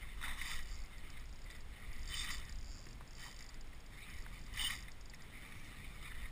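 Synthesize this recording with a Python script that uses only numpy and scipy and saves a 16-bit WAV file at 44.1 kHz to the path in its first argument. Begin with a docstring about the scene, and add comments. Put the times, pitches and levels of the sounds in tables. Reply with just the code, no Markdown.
"""An angler in a kayak plays a fish. From the start, wind rumbles and wavelets lap and thud at the hull.
At 0.2 s he hauls the rod up: line and sleeve rasp, and the drag's pawl buzzes as the fish takes line.
He cranks, gears whirring, and hauls again at 2.1 s; the drag runs on, ticking faster, then slower.
A few knocks on the boat precede the third haul at 4.6 s. Last, he cranks and the taut line whines.
All is heard in mono through a small body-worn camera."""
import sys
import numpy as np
from scipy import signal
from scipy.fft import rfft, irfft, next_fast_len
from scipy.io import wavfile
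from scipy.ndimage import uniform_filter1d, map_coordinates

SR = 44100
rng = np.random.default_rng(int(sys.argv[2]) if len(sys.argv) > 2 else 0)


def dump_mix(stems):
    """Bounce the given channels to the path in sys.argv[1] as a 16-bit WAV at rate SR."""
    frames = np.atleast_2d(stems).T  # one column per channel
    limited = np.clip(frames, -1, 1)  # hard clip at full scale
    pcm = np.round(limited * 32767).astype(np.int16)
    wavfile.write(sys.argv[1], SR, pcm)


N = 278271

# Table levels are relative; the functions add their own trims.
# Rod strokes. Each row: start and length in seconds, then line, spool, guide and sleeve levels in dB.
HAULS = [(0.238, 0.044, -43.5, -58, -50.5, -49), (0.392, .15, -46, -55.5, -52, -59.5),
         (2.114, 0.2, -47, -54.5, -49, -66), (2.238, .095, -49.5, -58.5, -63, -58.5),
         (3.214, 0.066, -53.5, -63.5, -73, -64.5), (4.573, 0.15, -45.5, -53.5, -55, -59)]
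# Squeals at the top of a haul. Each row: crest and half-length in seconds, spool and guide levels in dB.
SQUEALS = [(2.145, 0.0063, -41.5, -50), (2.192, 0.019, -53, -39), (4.606, 0.011, -37, -52),
           (4.619, 0.02, -45, -35), (4.656, 0.017, -37.5, -42)]
# The fish takes line. Each row: start, fastest moment and end in seconds, top speed in clicks a second,
# click level in dB at the usual speed.
PULLS = [(0.384, 0.483, .626, 560, -52), (0.631, 0.699, .859, 160, -54), (1.257, 1.36, 1.4416, 30.3, -54.5),
         (1.93, 1.96, 2.0171, 30, -53), (2.03, 2.205, 2.29, 790, -49.5), (2.29, 2.309, 2.3984, 600, -48.5),
         (2.5566, 2.718, 2.9296, 142, -52), (3.077, 3.26, 3.3633, 145, -51.5),
         (3.3903, 3.379, 3.4887, 70, -48.5), (4.139, 4.215, 4.2394, 115, -55.5),
         (4.3903, 4.402, 4.4623, 48, -56), (4.538, 4.629, 4.8257, 540, -49.5)]
# The drag gives one tooth. Each row: time in seconds, level in dB.
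TICKS = [(.9817, -55), (1.1017, -50), (1.1955, -56), (1.5105, -53.5), (1.564, -54), (1.606, -53.5),
         (2.451, -50.5), (2.4952, -48.5), (2.5238, -47), (3.5422, -52), (3.6112, -50), (3.6721, -59),
         (3.7466, -56), (3.8033, -55), (3.863, -54.5), (4.0996, -55), (4.917, -51.5), (5.01, -50.5),
         (5.058, -48), (5.0978, -51), (5.1455, -50), (5.221, -48)]
# Spells of cranking. Each row: start and length in seconds, level in dB, top whirr pitch in Hz.
CRANKS = [(0.0, 0.14, -60.5, 2220), (.66, 0.35, -65, 2140), (1.03, 0.18, -62.5, 2230),
          (1.468, .1, -62, 1980), (1.734, 0.31, -63, 2112), (2.39, 0.12, -61, 1930), (3.39, .16, -67, 1990),
          (3.937, 0.25, -59.5, 2307), (4.26, 0.028, -62, 2009), (4.331, 0.039, -57.5, 2330),
          (4.47, 0.078, -65, 2000), (5.19, .13, -66.5, 2153), (5.33, 0.44, -61, 2270),
          (5.78, 0.26, -62, 2364), (6.03, 0.086, -56, 2380), (6.15, 0.11, -59, 1978)]
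# Whine of taut line. Each row: time in seconds, pitch in Hz, level in dB.
WHINE = [(5.3, 5450, -100), (5.42, 5510, -83), (5.56, 5626, -75), (5.68, 5664, -77), (5.78, 5380, -100)]
# Catches of line and sleeve. Each row: start in seconds, level in dB, centre in Hz.
SCUFFS = [(.0857, -49, 2010), (0.2472, -40, 1950), (0.413, -30.5, 1930), (0.5124, -36, 2180),
          (.5891, -39, 1940), (1.1702, -44, 2290), (1.5005, -44.5, 3750), (2.2458, -41, 1877),
          (3.4054, -48.5, 2190), (3.7274, -51.5, 1884), (4.5718, -38, 2021), (4.6998, -30.5, 1878),
          (4.8813, -42.5, 2450), (5.1351, -44, 2340), (5.459, -49, 1815), (5.5201, -43, 1930),
          (6.0541, -42, 1910)]
# Taps on the boat. Each row: start in seconds, level in dB, pitch in Hz.
KNOCKS = [(2.868, -45.5, 2146), (3.0095, -43, 1090), (4.264, -40.5, 1820)]
# Wavelets on the hollow hull. Each row: start in seconds, level in dB, centre in Hz.
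THUDS = [(1.038, -47, 105), (2.098, -45, 113), (2.289, -48, 92), (2.863, -43, 88.8), (2.94, -48, 92)]
# Gusts on the microphone. Each row: crest and half-length in seconds, level in dB.
GUSTS = [(0.263, 0.24, -44.5), (0.542, 0.045, -39), (0.73, 0.095, -44), (1.199, .16, -49.5),
         (1.69, .08, -52), (2.245, 0.43, -41.5), (2.676, 0.17, -70), (4.173, 0.027, -40), (4.567, .11, -45),
         (5.436, 0.087, -56), (5.863, 0.087, -63), (6.17, 0.21, -47.5)]
# Soft rush of air. Each row: time in seconds, level in dB.
RUSH = [(0, -57.5), (0.27, -59), (0.6, -57.5), (0.88, -60.5), (1.08, -57), (1.52, -59.5), (2.12, -56),
        (2.7, -57), (2.9, -55.5), (3.2, -57.5), (3.7, -59), (4.3, -56.5), (4.7, -54.5), (5.05, -60.0),
        (5.62, -53.5), (6.31, -57)]

# Resonances. Each row: centre in Hz, width in Hz, gain in dB.
SPOOL_MODES = [(2918, 75, -1.5), (3083, 23, 5.5)]
GUIDE_MODES = [(3560, 96, 6), (3746, 93, -1)]
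PAWL_MODES = [(4750, 150, 2), (5420, 324, -4.5)]

# Spectra. Each row: frequency in Hz, gain in dB.
LINE_SPECTRUM = [(500, -55), (900, -17), (1200, -2.5), (1550, -15.5), (1900, 6.5), (2200, 1.5),
                 (2650, -6.5), (3050, -23), (3300, -12), (3560, -0.5), (3850, -4), (4300, -20),
                 (5800, -13.5)]
SLEEVE_SPECTRUM = [(150, -9), (270, 3.5), (420, -29), (600, -12.5), (850, -3.5), (1200, -0.5), (1500, -4),
                   (2500, -15), (5000, -45)]
CRANK_SPECTRUM = [(500, -29), (900, -20), (1200, 0.5), (1550, -10.5), (1900, 2), (2250, 1.5), (2750, -10),
                  (3050, -3), (3280, -19), (3600, -5), (4300, -16), (5400, -15), (5900, -46)]
HULL_SPECTRUM = [(250, -19), (900, 14), (2200, 4), (4000, -14)]
WATER_SPECTRUM = [(100, -24), (300, 6.5), (550, 2.5), (1150, 2), (1550, 0), (2100, 4), (2800, -2),
                  (3600, -2), (4300, -8.5), (5000, -9), (5900, -9)]
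BUFFET_SPECTRUM = [(8, -12.5), (14, 6), (25, -2), (42, -4), (55, -6), (75, -15.5), (110, -29), (200, -75)]
AIR_SPECTRUM = [(40, -38), (75, -3.5), (105, 1), (170, -5), (260, -9), (350, -22), (600, -29), (1200, -33)]


def hauls(attack_s=0.028, release_s=0.064):
    """Taut line rasps over ringing guides, the spinning spool sings, the sleeve brushes the jacket."""
    strokes = (np.outer(amp(dbs), stroke(s, length_s, attack_s, release_s))
               for s, length_s, *dbs in HAULS)
    line_gain, spool_gain, guide_gain, sleeve_gain = power_sum(strokes)
    squeals = (np.outer(amp(dbs), swell(s, half_s)) for s, half_s, *dbs in SQUEALS)
    spool_squeal, guide_squeal = power_sum(squeals)
    line = amp(-1.5 + 1.2 * wobble(70)) * line_gain
    line *= friction(colour(LINE_SPECTRUM), slips_per_s=6000, spread_db=2, patchy_db=2)
    spool = amp(-2 + 0.63 * wobble(70)) * power_sum([spool_gain, spool_squeal])
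    spool *= friction(resonant(SPOOL_MODES), slips_per_s=3000, spread_db=1, patchy_db=2)
    guides = amp(-7.5) * power_sum([guide_gain, guide_squeal])
    guides *= friction(resonant(GUIDE_MODES), slips_per_s=4000, spread_db=0, patchy_db=2.5)
    sleeve = amp(-0.5) * sleeve_gain
    sleeve *= friction(colour(SLEEVE_SPECTRUM), slips_per_s=6000, spread_db=2.5, patchy_db=5)
    return line + spool + guides + sleeve


def drag(usual_hz=50, db_per_octave=0.47, jitter_s=0.00065, scatter_db=1.57):
    """One click a tooth, singly or in runs; a faster spool flicks the pawl harder."""
    clicks = list(TICKS)
    for *motion, db in PULLS:
        clicks += [(s, db + db_per_octave * np.log2(hz / usual_hz)) for s, hz in teeth(*motion)]
    out = np.zeros(N)
    for s, db in clicks:
        add(out, s + rng.normal(0, jitter_s), amp(db + rng.normal(0, scatter_db)) * pawl_click())
    return out


def teeth(start_s, fastest_s, end_s, top_hz, start_hz=28, stop_hz=42):
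    """Time and click rate at each tooth as the spool speeds up and slows exponentially."""
    t = np.linspace(start_s, end_s, SR // 10)
    rate_hz = np.exp(np.interp(t, [start_s, fastest_s, end_s], np.log([start_hz, top_hz, stop_hz])))
    turned = np.cumsum(rate_hz) * (t[1] - t[0])
    marks = np.linspace(0, turned[-1], round(turned[-1]) + 1)
    return zip(np.interp(marks, turned, t), np.interp(marks, turned, rate_hz))


def pawl_click(drop_s=0.0003, rebound_s=0.0014, rebound_db=-3, rattle_db=-23, t60_s=0.043):
    """The pawl drops off a tooth, rebounds once and rattles out; pitch varies by tooth. Peak 1."""
    t = np.arange(SR // 60) / SR
    contact = amp(rattle_db - 60 * t / t60_s) * rng.standard_normal(len(t))
    add(contact, drop_s, [1])
    bounce_s = drop_s + rebound_s * np.exp(rng.normal(0, 0.24))
    add(contact, bounce_s, [amp(rebound_db + rng.normal(0, 1))])
    detune = np.exp(0.015 * rng.standard_normal())
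    highpass = lambda f: 1 / np.sqrt(1 + (4200 / (f + 1)) ** 16)
    click = filtered(contact, lambda f: resonant(PAWL_MODES)(f / detune) * highpass(f))
    return click / np.abs(click).max()


def crank(attack_s=0.02, release_s=0.032, slow_hz=1945):
    """Gears whirr higher as the handle speeds up; line scrapes on roller and guides."""
    t = np.arange(N) / SR
    gain, pitch_hz = 0, slow_hz
    for s, length_s, db, top_hz in CRANKS:
        gain = np.maximum(gain, amp(db) * stroke(s, length_s, attack_s, release_s))
        pitch_hz += (top_hz - slow_hz) * np.sin(np.pi * np.clip((t - s) / length_s, 0, 1))
    scrape = amp(-1) * friction(colour(CRANK_SPECTRUM), slips_per_s=3000, spread_db=2, patchy_db=3.5)
    guides = amp(-13.5 + 1.5 * wobble(8))
    guides *= friction(resonant(GUIDE_MODES), slips_per_s=4700, spread_db=2.5, patchy_db=1.5)
    whirr = amp(-4.5) * narrow_noise(pitch_hz + 60 * wobble(16), width_hz=96)
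    return amp(1 + 1.2 * wobble(45)) * gain * (scrape + guides + whirr)


def line_whine():
    """Taut line whines thinly on a gliding pitch."""
    hz, db = curves(WHINE)
    return amp(db) * narrow_noise(hz, width_hz=80)


def scuffs():
    """Line and sleeve catch briefly."""
    out = np.zeros(N)
    for s, db, hz in SCUFFS:
        catch = burst(hz, colour(LINE_SPECTRUM), width_hz=1800, attack_s=0.002, t60_s=0.041)
        add(out, s, amp(db - 0.5) * catch)
    return out


def knocks(tock_t60_s=0.0063):
    """Taps on the boat's dull plastic: a damped tone and a crack."""
    out, t = np.zeros(N), np.arange(SR // 10) / SR
    for s, db, hz in KNOCKS:
        tock = np.sin(2 * np.pi * hz * t) * amp(-60 * t / tock_t60_s)
        crack = amp(-4) * burst(hz, colour(HULL_SPECTRUM), width_hz=1500, attack_s=0.00018, t60_s=0.03)
        add(out, s, amp(db) * (tock + crack))
    return out


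def hull_thuds():
    """A wavelet gives the hull a soft push that dies within a few cycles."""
    out = np.zeros(N)
    lowpass = lambda f: 1 / (1 + (f / 420) ** 4)
    for s, db, hz in THUDS:
        add(out, s, amp(db - 3) * burst(hz, lowpass, width_hz=90, attack_s=0.004, t60_s=0.07))
    return out


def water(wash_db=-62, lap_db=-69, bubble_hz=900, life_cycles=7, rise=0.226, count=260):
    """Chop washes steadily; lapping wavelets leave small bubbles that ring with rising pitch."""
    bubbles, t = np.zeros(N), np.arange(SR // 20) / SR
    for when, (pitch, size) in zip(rng.random(count), rng.standard_normal((count, 2))):
        hz = bubble_hz * np.exp(0.5 * pitch)
        age = t * hz / life_cycles
        envelope = amp(4.5 * size) * age * np.exp(1 - 2 * age)
        chirp = np.sin(2 * np.pi * hz * t * (1 + rise * age / 2))
        add(bubbles, when * N / SR, envelope * chirp)
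    wash = amp(wash_db + 0.09 * wobble(4.96)) * noise(colour(WATER_SPECTRUM))
    return wash + amp(lap_db) * bubbles


def wind(breeze_db=-51):
    """Gusts over a steady breeze buffet the microphone port, with a softer rush above them."""
    gusts = [amp(db) * swell(s, half_s) for s, half_s, db in GUSTS]
    buffet = power_sum([amp(breeze_db)] + gusts) * noise(colour(BUFFET_SPECTRUM))
    rush_db, = curves(RUSH)
    return buffet + amp(rush_db - 3.5) * noise(colour(AIR_SPECTRUM))


def friction(response, slips_per_s, spread_db, patchy_db):
    """Tiny random slips ring a body whose colour shifts as the contact moves. Rms 1."""
    slips = (rng.random(N) < slips_per_s / SR) * rng.standard_normal(N)
    slips *= amp(spread_db * rng.standard_normal(N))
    spectra = signal.stft(slips, nperseg=512)[2]
    patches = uniform_filter1d(rng.standard_normal(spectra.shape), size=6, axis=0)
    patches = uniform_filter1d(patches, size=5, axis=1)
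    force = signal.istft(spectra * amp(patchy_db * unit(patches)), nperseg=512)[1][:N]
    return unit(filtered(force, response))


def burst(hz, body, width_hz, attack_s, t60_s):
    """A short noisy contact on a body, with its own resonance. Peak 1."""
    t = np.arange(SR // 10) / SR
    push = rng.standard_normal(len(t)) * (1 - np.exp(-t / attack_s)) * amp(-60 * t / t60_s)
    sound = filtered(push, lambda f: body(f) * resonant([(hz, width_hz, 0)])(f))
    return sound / np.abs(sound).max()


def narrow_noise(hz, width_hz):
    """A noise band on a moving pitch. Rms 1."""
    drift = lambda: noise(lambda f: 1 / (1 + (f / width_hz) ** 2))
    phase = 2 * np.pi * np.cumsum(hz) / SR
    return unit(drift() * np.cos(phase) + drift() * np.sin(phase))


def noise(response):
    """Coloured noise. Rms 1."""
    return unit(filtered(rng.standard_normal(N), response))


def colour(points):
    """Response through (Hz, dB) points on a log axis."""
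    hz, db = np.transpose(points)
    return lambda f: amp(np.interp(np.log(f + 1), np.log(hz), db))


def resonant(modes):
    """Causal response of resonances, alternating in sign."""
    return lambda f: sum((-1) ** k * amp(db) * 1j * f * width_hz / (hz * hz - f * f + 1j * f * width_hz)
                         for k, (hz, width_hz, db) in enumerate(modes))


def filtered(x, response):
    """x through a frequency response."""
    size = next_fast_len(len(x) + 8192)
    return irfft(rfft(x, size) * response(np.fft.rfftfreq(size, 1 / SR)), size)[:len(x)]


def stroke(start_s, length_s, attack_s, release_s):
    """Gain that builds up to its start, holds, then dies away."""
    t = np.arange(N) / SR - start_s
    return np.exp(np.minimum(t, 0) / attack_s - np.maximum(t - length_s, 0) / release_s)


def swell(crest_s, half_s):
    """Bell-shaped gain."""
    return np.exp(-0.5 * ((np.arange(N) / SR - crest_s) / half_s) ** 2)


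def wobble(knots_per_s):
    """Smooth random curve."""
    knots = rng.standard_normal(int(N * knots_per_s / SR) + 4)
    return map_coordinates(knots, [np.arange(N) * knots_per_s / SR])


def curves(rows):
    """One value per sample for each column after the time."""
    s, *columns = np.transpose(rows)
    return np.array([np.interp(np.arange(N) / SR, s, column) for column in columns])


def power_sum(gains):
    """Gains added in power."""
    return np.sqrt(sum(g ** 2 for g in gains))


def add(track, s, sound):
    """Mix a sound in at s seconds."""
    part = track[max(round(s * SR), 0):][:len(sound)]
    part += sound[:len(part)]


def amp(db):
    """Decibels to gain."""
    return 10 ** (np.asarray(db) / 20)


def unit(x):
    """x at rms 1."""
    return x / np.sqrt(np.mean(x ** 2) + 1e-20)


def scene():
    """All sources at one microphone."""
    mono = wind() + water() + hull_thuds() + crank() + line_whine()
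    mono += hauls() + scuffs() + knocks() + drag()
    return np.array([mono, mono])


def record(dry, band_hz=5680, sample_hz=12000, top_hz=15400):
    """The camera's slow sample-and-hold mirrors the band into the treble, falling as 1 / f."""
    band = filtered(dry[0], lambda f: 1 / np.sqrt(1 + (f / band_hz) ** 70))
    carrier = 2 * np.cos(2 * np.pi * sample_hz * np.arange(N) / SR)
    images = filtered(band, lambda f: f) * carrier
    mirror = filtered(images, lambda f: 1 / np.maximum(f, sample_hz / 2))
    out = filtered(band + amp(0.5) * mirror, lambda f: f < top_hz)
    return np.array([out, out])


dry = scene()
out = record(dry)
dump_mix(out)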